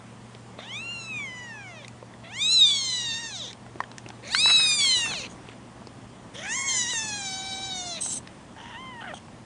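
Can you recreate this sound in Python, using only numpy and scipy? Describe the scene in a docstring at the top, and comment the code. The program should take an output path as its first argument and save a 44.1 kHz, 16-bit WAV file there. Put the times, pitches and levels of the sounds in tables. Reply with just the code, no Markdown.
"""Inside a cardboard box in a small room, hum, low rumble and hiss lie under paw shuffles and ticks of claws and shell.
A young kitten, close to a small mono microphone, mews: gliding overtones and pulsed breath in throat resonances.
Three long arched cries come first, a short gasp of hissing, whistling air after the third; the rumble swells and hum sinks.
A second kitten peeps faintly, two sagging partials, over the fourth cry, and a gasp in two strokes follows it.
A fifth, hoarser cry runs into a short falling croak and a last small gasp."""
import sys
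import numpy as np
from scipy import signal
from scipy.io import wavfile
from scipy.ndimage import uniform_filter1d

SR = 44100
rng = np.random.default_rng(int(sys.argv[2]) if len(sys.argv) > 2 else 0)


def wrap_up_sound(samples):
    """Save the sound to the file named by the first command line argument, as 16-bit audio."""
    columns = np.atleast_2d(samples).T
    # keep every value between -1 and 1, then stretch to whole-number steps
    tamed = np.clip(columns, -1, 1)
    steps = np.round(tamed * 32767).astype(np.int16)
    wavfile.write(sys.argv[1], SR, steps)


N = 416744  # samples

# Room air, spectral colour before the overall level is set: freq_hz, density_db (relative)
AIR_COLOUR = [(12, -43.5), (20, -49), (87, -10), (119, 10), (146, -33), (185, -0.5), (281, -11.5),
              (1040, -13.5), (1460, -21.5), (1850, -20.5), (2220, -24), (3290, -25.5), (3950, -29.5),
              (9120, -32), (10400, -36), (13500, -70.5), (22000, -120)]
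# Level of the room air over time: time_s, level_db
AIR_LEVEL = [(0.0, -46.5), (3.37, -48), (5.26, -44.5), (5.61, -47), (8.29, -46), (8.69, -48), (9.19, -46.5),
             (9.45, -48)]
# Gain on the lowest air as the microphone moves into the box: time_s, gain_db
RUMBLE_GAIN = [(0, 0), (4.5, 2.4), (6.0, 4), (9.45, 4.2)]
# Mains hum lines, before their waver and fade: freq_hz, level_db (rms)
HUM_LINES = [(118.4, -52.5), (188.4, -60.5), (226.1, -63.5)]
# The hum sinks as the microphone moves into the box: time_s, gain_db
HUM_GAIN = [(0, 2.5), (5, 0), (9.45, -6.5)]
# Paws on cloth and cardboard: start_s, rise_s, fall_s, level_db (at the height of the stroke), centre_hz
SHUFFLES = [(4.44, 0.042, 0.44, -34.5, 1500), (4.931, 0.035, 0.56, -44, 295),
            (5.028, 0.031, 0.091, -35, 1180), (5.44, 0.066, 0.081, -48.5, 1710)]
# Claws and camera shell: start_s, level_db, ring_hz, edge_level_db (relative), edge_hz
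TICKS = [(.349, -37, 425, 6.5, 2800), (.589, -28, 637, -3, 2000), (1.2, -36, 1120, 2, 2000),
         (1.847, -32.5, 2080, -3, 3420), (1.881, -34, 2430, 5, 5970), (2.027, -30, 520, -11, 2500),
         (2.138, -39, 1910, -12, 2500), (3.53, -40, 2250, 16.5, 3760), (3.664, -35, 776, -2, 1800),
         (3.757, -31, 340, -2, 1500), (3.804, -13, 1015, -9.5, 3370), (3.838, -29.5, 1720, -8, 3020),
         (3.9152, -37, 910, 9, 3420), (3.982, -33, 1810, 11, 4570), (4.062, -32, 335, 7, 1840),
         (4.088, -39.5, 810, 13.5, 5160), (4.103, -31, 840, 2.5, 2670), (4.348, -10, 1535, 5, 2900),
         (4.458, -16, 950, -4, 2000), (4.479, -25, 1270, 9, 1890), (5.136, -27, 1170, 8, 1800),
         (5.488, -34, 414, 5.5, 2480), (5.818, -37, 690, -13, 1500), (5.871, -33.5, 448, 4, 3930),
         (6.934, -32, 495, 9, 1700), (8.061, -31, 775, 3, 2530), (8.2736, -38.5, 1780, 11, 2980),
         (9.02, -32, 800, -6, 2954), (9.137, -25, 760, -20, 2000), (9.283, -39, 890, -6, 2000)]
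# Gasps for air, one row a stroke: start_s, length_s, level_db, whistle_from_hz, whistle_to_hz,
# whistle_over_hiss_db
GASPS = [(5.291, 0.049, -55, 6750, 6550, -2), (8.003, 0.15, -35.5, 8310, 7550, 1.5),
         (8.121, 0.075, -37.5, 9100, 7750, 1.5), (9.135, .06, -51.5, 3420, 2960, 3)]
# Fixed part of the throat in a gasp: freq_hz, width_hz, level_db (relative)
GASP_MODES = [(3200, 500, -14), (4000, 400, -10), (6400, 900, -2), (8200, 2200, -2)]
# Throat resonances with the mouth wide open, low to high: freq_hz, width_hz
THROAT = [(3000, 1510), (4900, 1300), (7300, 3510), (8600, 4400)]
# Jaw and tongue lower the two lowest resonances: time_s, jaw_factor, tongue_factor
JAW = [(.6, 0.63, 0.75), (.72, 0.71, 0.63), (.9, .92, .84), (1.05, 0.93, 0.81), (1.24, 0.81, 0.58),
       (1.55, 0.68, .56), (1.8, 0.78, 0.7), (2.3, 0.7, 0.69), (2.54, 1, .82), (2.7, 0.91, 0.76),
       (3.19, 0.74, 0.82), (3.42, 0.66, 0.74), (4.3, 0.75, 0.84), (4.45, 0.79, 0.88), (4.65, 0.6, 0.87),
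       (4.8, 1, .86), (5.05, 0.81, .75), (5.21, 0.91, 0.86), (6.36, .63, 0.67), (6.66, 0.73, 0.71),
       (6.7, 0.73, 0.74), (6.86, 0.75, 0.74), (7.05, 0.71, 0.76), (7.45, 0.72, .8), (8.0, 0.83, .79),
       (8.59, 0.59, .61), (9.0, 0.46, 0.59), (9.09, 0.57, 0.59)]
# One table a mew: time_s, pitch_hz, low_resonance_db, middle_resonance_db, treble_db
MEWS = [
    [(.575, 545, -47, -50, -59), (.67, 893, -55.5, -46.5, -61), (.76, 1185, -38, -37, -52),
     (.82, 1345, -39.5, -52, -56), (.92, 1406, -35, -53, -54), (1.05, 1332, -48, -44, -46),
     (1.11, 1285, -36, -56, -59), (1.17, 1218, -32, -62, -54), (1.3, 1009, -40.5, -65, -55),
     (1.44, 980, -42, -80, -53.5), (1.56, 860, -42.5, -83, -59.5), (1.77, 632, -49.5, -59, -63),
     (1.87, 488, -55, -56, -61)],
    [(2.23, 648, -48, -50, -71), (2.29, 682, -53.5, -53.5, -70), (2.35, 960, -40, -59, -49),
     (2.42, 1211, -34, -24, -39.5), (2.54, 1379, -42.5, -22.5, -27.5), (2.62, 1259, -55, -14, -35.5),
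     (2.67, 1187, -44, -19, -33), (2.8, 1081, -46.5, -31.5, -36.5), (2.95, 988, -39, -30.5, -36),
     (3.14, 901, -41, -34, -41), (3.2, 945, -40, -42, -42), (3.29, 886, -45, -44, -44.5),
     (3.4, 658, -58, -38.5, -44.5), (3.46, 470, -59, -43, -46.5), (3.53, 441, -52, -48, -51)],
    [(4.22, 470.6, -52, -53, -68), (4.275, 597, -46, -48, -49), (4.345, 1000, -37, -29.5, -42.5),
     (4.4, 1235, -30, -23, -35.5), (4.46, 1323, -30, -18.5, -35.5), (4.6, 1285, -31, -19.5, -37.5),
     (4.73, 1210, -28, -28, -34), (4.765, 1208, -42.5, -33, -36.5), (4.8, 1147, -25.5, -26.5, -35),
     (4.88, 1069, -26, -27.5, -35), (4.98, 969, -31, -25, -35), (5.04, 921, -29.5, -38.5, -36),
     (5.11, 859, -37, -38, -42.5), (5.16, 665, -39.5, -39.5, -44.5), (5.21, 530, -40, -44, -44),
     (5.28, 429, -42.5, -45, -50)],
    [(6.33, 430.5, -42, -54, -49), (6.37, 542.6, -51.5, -43, -52.5), (6.46, 784, -37, -51, -45.5),
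     (6.53, 945, -32, -43.5, -34.5), (6.56, 1069, -36, -44, -35), (6.672, 1093, -35.5, -50, -34),
     (6.688, 1066, -37, -32, -30), (6.76, 1022, -37, -37, -28.5), (6.87, 942, -35, -38, -32.5),
     (6.905, 1003, -38.5, -32, -34), (6.95, 918, -35, -40.5, -33), (7.07, 860, -40, -44.5, -36.5),
     (7.3, 764, -44.5, -38, -39.5), (7.68, 774, -48, -35.5, -45), (7.8, 728, -50.5, -42.5, -41.5),
     (7.92, 690, -51, -40.5, -44.5), (8.01, 615, -42, -42, -50)],
    [(8.56, 826, -60, -61, -70), (8.59, 873, -49.5, -52.5, -61), (8.7, 987, -52, -50, -60),
     (8.755, 892, -45, -48, -66), (8.8, 1046, -55, -51.5, -66), (8.88, 1040, -54, -51, -72),
     (9.015, 900, -47, -66, -78)],
    [(9.005, 900, -48, -45, -76), (9.055, 803, -43, -55, -78), (9.085, 687, -41, -45, -75),
     (9.115, 599, -42, -61, -74), (9.135, 550, -69, -60, -70)],
]
# One row a mew: nose_and_chest_db (before the mouth opens), top_over_treble_db,
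# top_change_db (as the mouth shuts), lips_factor (third resonance, at the top pitch)
MOUTHS = [(-52, -9, -37, .9), (-52, -24, -5, 0.96), (-46.5, 0.5, -23, 0.97), (-42.5, -22, 29, 0.92),
          (-41, -13, 3, .8), (-40, -10, 1.5, .75)]
# One row a mew: first_hoarseness (0-1), clears_s, breaks_s (into rasp), frays_s, rasp_before (0-1),
# rasp_after (0-1), rasp_ease_per_s, final_hoarseness (0-1)
ROUGHNESS = [(.7, .68, 1.6, 1.8, .26, .3, 0, .75), (.35, 2.31, 2.66, 3.45, .16, .62, .05, .75),
             (.9, 4.32, 4.77, 5.2, .3, .6, 0, 1), (.75, 6.5, 6.675, 7.93, .58, .7, .19, .55),
             (1, 8.79, 8.98, 9.0, .2, .3, 0, .3), (1, 9.095, 9.08, 9.065, .9, .9, 0, .35)]

RUMBLE_TOP_HZ, MICROPHONE_TOP_HZ = 380, 10080
SHUFFLE_ENDS_DB = -18  # start and end of a stroke, below its height
TICK_T60_S, TICK_CYCLES = .011, 4  # the cycles add to the decay, so lower ticks ring longer
PEEP_START_S, PEEP_LENGTH_S, PEEP_DB, PEEP_FADE_DB = 6.55, .25, -34.5, -11
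PEEP_HZ, PEEP_SAG_HZ = 1030, 227
GASP_RISE_S, GASP_FALL_S = 0.0082, .02
BREAK_S, FRAY_S = .02, .06
LIPS_SHUT = 0.76  # the third resonance sinks toward this share as pitch falls and the mouth closes
NOSE_OPEN_DB = -4.5  # less leaks through the nose as the mouth opens


def amp(db):
    """Turns decibels into an amplitude factor."""
    return 10 ** (np.asarray(db) / 20)


def evened(x):
    """Scales a signal to rms 1."""
    return x / np.sqrt(np.mean(x ** 2) + 1e-20)


def add(mix, s, sound):
    """Lays a sound into the mix at s seconds, cut at the end of the mix."""
    part = mix[round(s * SR):][:len(sound)]
    part += sound[:len(part)]


def sampled(rows, t):
    """The columns of a table at the times t."""
    s, *columns = np.transpose(rows)
    return [np.interp(t, s, c) for c in columns]


def ramp(t, s, length):
    """Goes from 0 to 1 between s and s + length."""
    return np.clip((t - s) / length, 0, 1)


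def wander(count, hz):
    """Slow chance of rms 1, with little above hz."""
    lowpass = signal.butter(2, hz / SR * 2)
    settled = signal.lfilter(*lowpass, rng.standard_normal(count + 4000))[4000:]
    return evened(settled)


def resonate(x, hz, width):
    """Shifts the curve hz down to zero, smooths twice, and shifts back: a steep resonance of gain 1."""
    turn = np.exp(2j * np.pi * np.cumsum(hz * np.ones(len(x))) / SR)
    r = np.exp(-np.pi * abs(width) / SR)
    smoothed = signal.lfilter([(1 - r) ** 2], [1, -2 * r, r * r], x / turn)
    return 2 * (turn * smoothed).real


def room_air():
    """Rumble and hiss from random short-time spectra whose patches of level drift."""
    hop, size = 256, 1024
    frames, hz = N // hop + 5, np.fft.rfftfreq(size, 1 / SR)
    real, imaginary, patches = rng.standard_normal((frames, len(hz), 3)).T
    patches = evened(uniform_filter1d(uniform_filter1d(patches, 12, 0), 12, 1))
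    f, db = np.transpose(AIR_COLOUR)
    colour_db = np.interp(np.log(hz + 1), np.log(f), db)[:, None]
    rumble_gain_db = sampled(RUMBLE_GAIN, np.arange(frames) * hop / SR)[0]
    colour_db = colour_db + (hz < RUMBLE_TOP_HZ)[:, None] * rumble_gain_db
    spectra = (real + 1j * imaginary) * amp(colour_db + patches)
    air = evened(signal.istft(spectra, nperseg=size, noverlap=size - hop)[1][:N])
    return amp(sampled(AIR_LEVEL, np.arange(N) / SR)[0]) * air


def mains_hum():
    """Steady mains lines that waver a little in level and phase."""
    t = np.arange(N) / SR
    hum = np.zeros(N)
    for hz, db in HUM_LINES:
        level = np.sqrt(2) * amp(db + 1.4 * wander(N, 6.1))
        hum += level * np.cos(2 * np.pi * (hz * t + .08 * wander(N, 1.5)))
    return amp(sampled(HUM_GAIN, t)[0]) * hum


def box_echoes(x):
    """The cardboard walls and the small room: sparse taps of random sign that die fast."""
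    at = np.arange(60, 12000, 20) + rng.integers(0, 20, 597)
    taps = np.zeros(12040)
    taps[at] = rng.choice([-1., 1.], len(at)) * amp(-60 * at / SR / .12)  # 60 dB down in .12 s
    return signal.oaconvolve(x, taps / np.linalg.norm(taps))[:N]


def shuffle(s, rise, fall, db, hz):
    """Clumped grains of friction in one broad, dull resonance."""
    t = np.arange(0, rise + fall, 1 / SR)
    grains = rng.standard_normal(len(t)) * amp(5.9 * wander(len(t), 33))
    stroke_db = SHUFFLE_ENDS_DB * (1 - ramp(t, 0, rise) + ramp(t, rise, fall))
    return s, amp(db + stroke_db) * evened(resonate(grains, hz, 2400))


def tick(s, db, hz, edge_db, edge_hz):
    """A short ring with a partner mode, and a spit of brighter noise on top."""
    t = np.arange(2000) / SR
    ring = np.sin(2 * np.pi * hz * t) + .5 * np.sin(2 * np.pi * 1.824 * hz * t)
    ring *= amp(-60 * t / (TICK_T60_S + TICK_CYCLES / hz))
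    edge = evened(resonate(rng.standard_normal(len(t)), edge_hz, 0.96 * edge_hz))
    edge *= amp(edge_db - 60 * t / 0.013)
    attack = np.minimum(t / 0.00078, 1)
    return s, amp(db) * (1.43 * ring + .5 * edge) * attack


def peep():
    """The second kitten's thin voice: a fundamental and a louder octave, sagging in pitch as it fades."""
    u = np.arange(0, PEEP_LENGTH_S, 1 / SR) / PEEP_LENGTH_S  # 0 to 1 along the peep
    hz = (PEEP_HZ - PEEP_SAG_HZ * u ** 2) * (1 + 0.034 * wander(len(u), 60))
    turns = np.cumsum(hz) / SR
    voice = amp(-4.5) * np.cos(2 * np.pi * turns) + np.cos(4 * np.pi * turns)
    return PEEP_START_S, amp(PEEP_DB + PEEP_FADE_DB * u) * voice * signal.windows.tukey(len(u), .2)


def gasp(s, length, db, from_hz, to_hz, whistle_db):
    """Air drawn through the narrow throat: hiss in its modes and a fuzzy, falling whistle."""
    t = np.arange(0, length, 1 / SR)
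    air = rng.standard_normal(len(t)) * amp(2.1 * wander(len(t), 78))
    hiss = sum(amp(g) * evened(resonate(air, f, w)) for f, w, g in GASP_MODES)
    whistle = evened(resonate(air, from_hz + (to_hz - from_hz) * t / length, 540))
    envelope = ramp(t, 0, GASP_RISE_S) * ramp(-t, -length, GASP_FALL_S)
    return s, amp(db) * (evened(hiss) + amp(whistle_db) * whistle) * envelope


def roughness(t, first, clears, breaks, frays, before, after, ease, final):
    """Rasp and hoarseness: the voice clears from its start, changes rasp at a break and frays at its end."""
    hoarse = first * (1 - ramp(t, t[0], clears - t[0]) ** 2) + final * ramp(t, frays, FRAY_S)
    rasp = before + (after - before) * ramp(t, breaks, BREAK_S) - ease * np.maximum(t - breaks, 0)
    return rasp + (1 - rasp) * hoarse, hoarse


def fold_overtones(hz, rasp):
    """Overtones of the vocal folds, each with its own waver and drift of level; also their frequencies."""
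    k = np.arange(1, 22)[:, None]
    turns = (k * np.cumsum(hz) / SR + rng.random(k.shape)) % 1
    tones = np.cos(np.float32(2 * np.pi * turns))
    noise = rng.standard_normal(tones.shape, np.float32)
    flicker = evened(uniform_filter1d(uniform_filter1d(noise, 150), 150))
    swell = evened(uniform_filter1d(uniform_filter1d(flicker, 1500), 1500))
    waver_db = rasp * np.minimum(0.32 * k, 5.0) * flicker  # the high ones waver most
    drift_db = np.clip(0.84 * k - 1.1, 0, 4.5) * np.tanh(2 * swell)  # each drifts up or down by chance
    return tones * amp(np.float32(waver_db + drift_db)), np.float32(k * hz)


def mew(rows, mouth, rough):
    """Overtones of the vocal folds and pulsed breath share the throat resonances that the mouth shifts."""
    t = np.arange(rows[0][0], rows[-1][0], 1 / SR)
    hz, low_db, middle_db, treble_db = sampled(rows, t)
    rasp, hoarse = roughness(t, *rough)
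    nose_db, top_db, shut_db, wide = mouth

    opening = hz / hz.max()  # the mouth opens as the pitch climbs
    jaw, tongue = sampled(JAW, t)
    lips = wide * (LIPS_SHUT + (1 - LIPS_SHUT) * opening)
    shifts = (jaw, tongue, lips, 1)
    nasal_db = nose_db + NOSE_OPEN_DB * opening ** 2
    levels_db = (low_db, middle_db, treble_db, treble_db + top_db + shut_db * (1 - opening))

    jitter = 0.0048 * wander(len(t), 33.9)
    jitter += 0.007 * rasp * wander(len(t), 119)
    jitter += .1 * hoarse * wander(len(t), 203)
    hz = uniform_filter1d(hz, 1000, mode="nearest") * (1 + jitter)
    tones, partial_hz = fold_overtones(hz, rasp)
    breath = (1 + 0.14 * tones[0]) * rng.standard_normal(len(t))  # air comes in puffs, one a cycle

    # nose and chest carry the two lowest partials
    out = np.sqrt(2) * amp(nasal_db - 4.8 * hoarse) * (tones[0] + amp(-13.5) * tones[1])
    breathiness = (.05, .25, .72, 1.45)  # the treble is breathier than the low resonances
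    for db, (f, w), shift, airy in zip(levels_db, THROAT, shifts, breathiness):
        detune = (partial_hz[1:] - np.float32(f * shift)) / np.float32(w / 2)
        shape = 1 / (1 + detune ** 2) ** 2
        voiced = (shape * tones[1:]).sum(0) / np.sqrt((shape ** 2).sum(0) / 2)
        hiss = evened(resonate(breath, f * shift, 0.54 * w)) * amp(2.0 * wander(len(t), 38))
        share = np.clip(airy * rasp * np.sqrt(rasp) + hoarse, 0, 1)  # power that goes to breath
        out += amp(db) * (np.sqrt(1 - share) * voiced + np.sqrt(share) * hiss)
    croak = amp(2.8 * hoarse * wander(len(t), 130))  # hoarse folds catch and let go
    return t[0], out * croak * signal.windows.tukey(len(t), .03)


def scene():
    """Sources close to the microphone, their echoes in the box, and the room behind, on two equal channels."""
    near = np.zeros(N)
    for source, table in ((shuffle, SHUFFLES), (tick, TICKS), (gasp, GASPS)):
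        for row in table:
            add(near, *source(*row))
    add(near, *peep())
    for rows, mouth, rough in zip(MEWS, MOUTHS, ROUGHNESS):
        add(near, *mew(rows, mouth, rough))
    echoes = amp(-17) * box_echoes(near)
    return np.tile(near + echoes + room_air() + mains_hum(), (2, 1))


def record(dry):
    """One small microphone on both channels, with its treble cut off steeply."""
    lowpass = signal.firwin(1023, MICROPHONE_TOP_HZ, window=("kaiser", 9), fs=SR)
    return signal.oaconvolve(dry, lowpass[None], "same")


dry = scene()
out = record(dry)
wrap_up_sound(out)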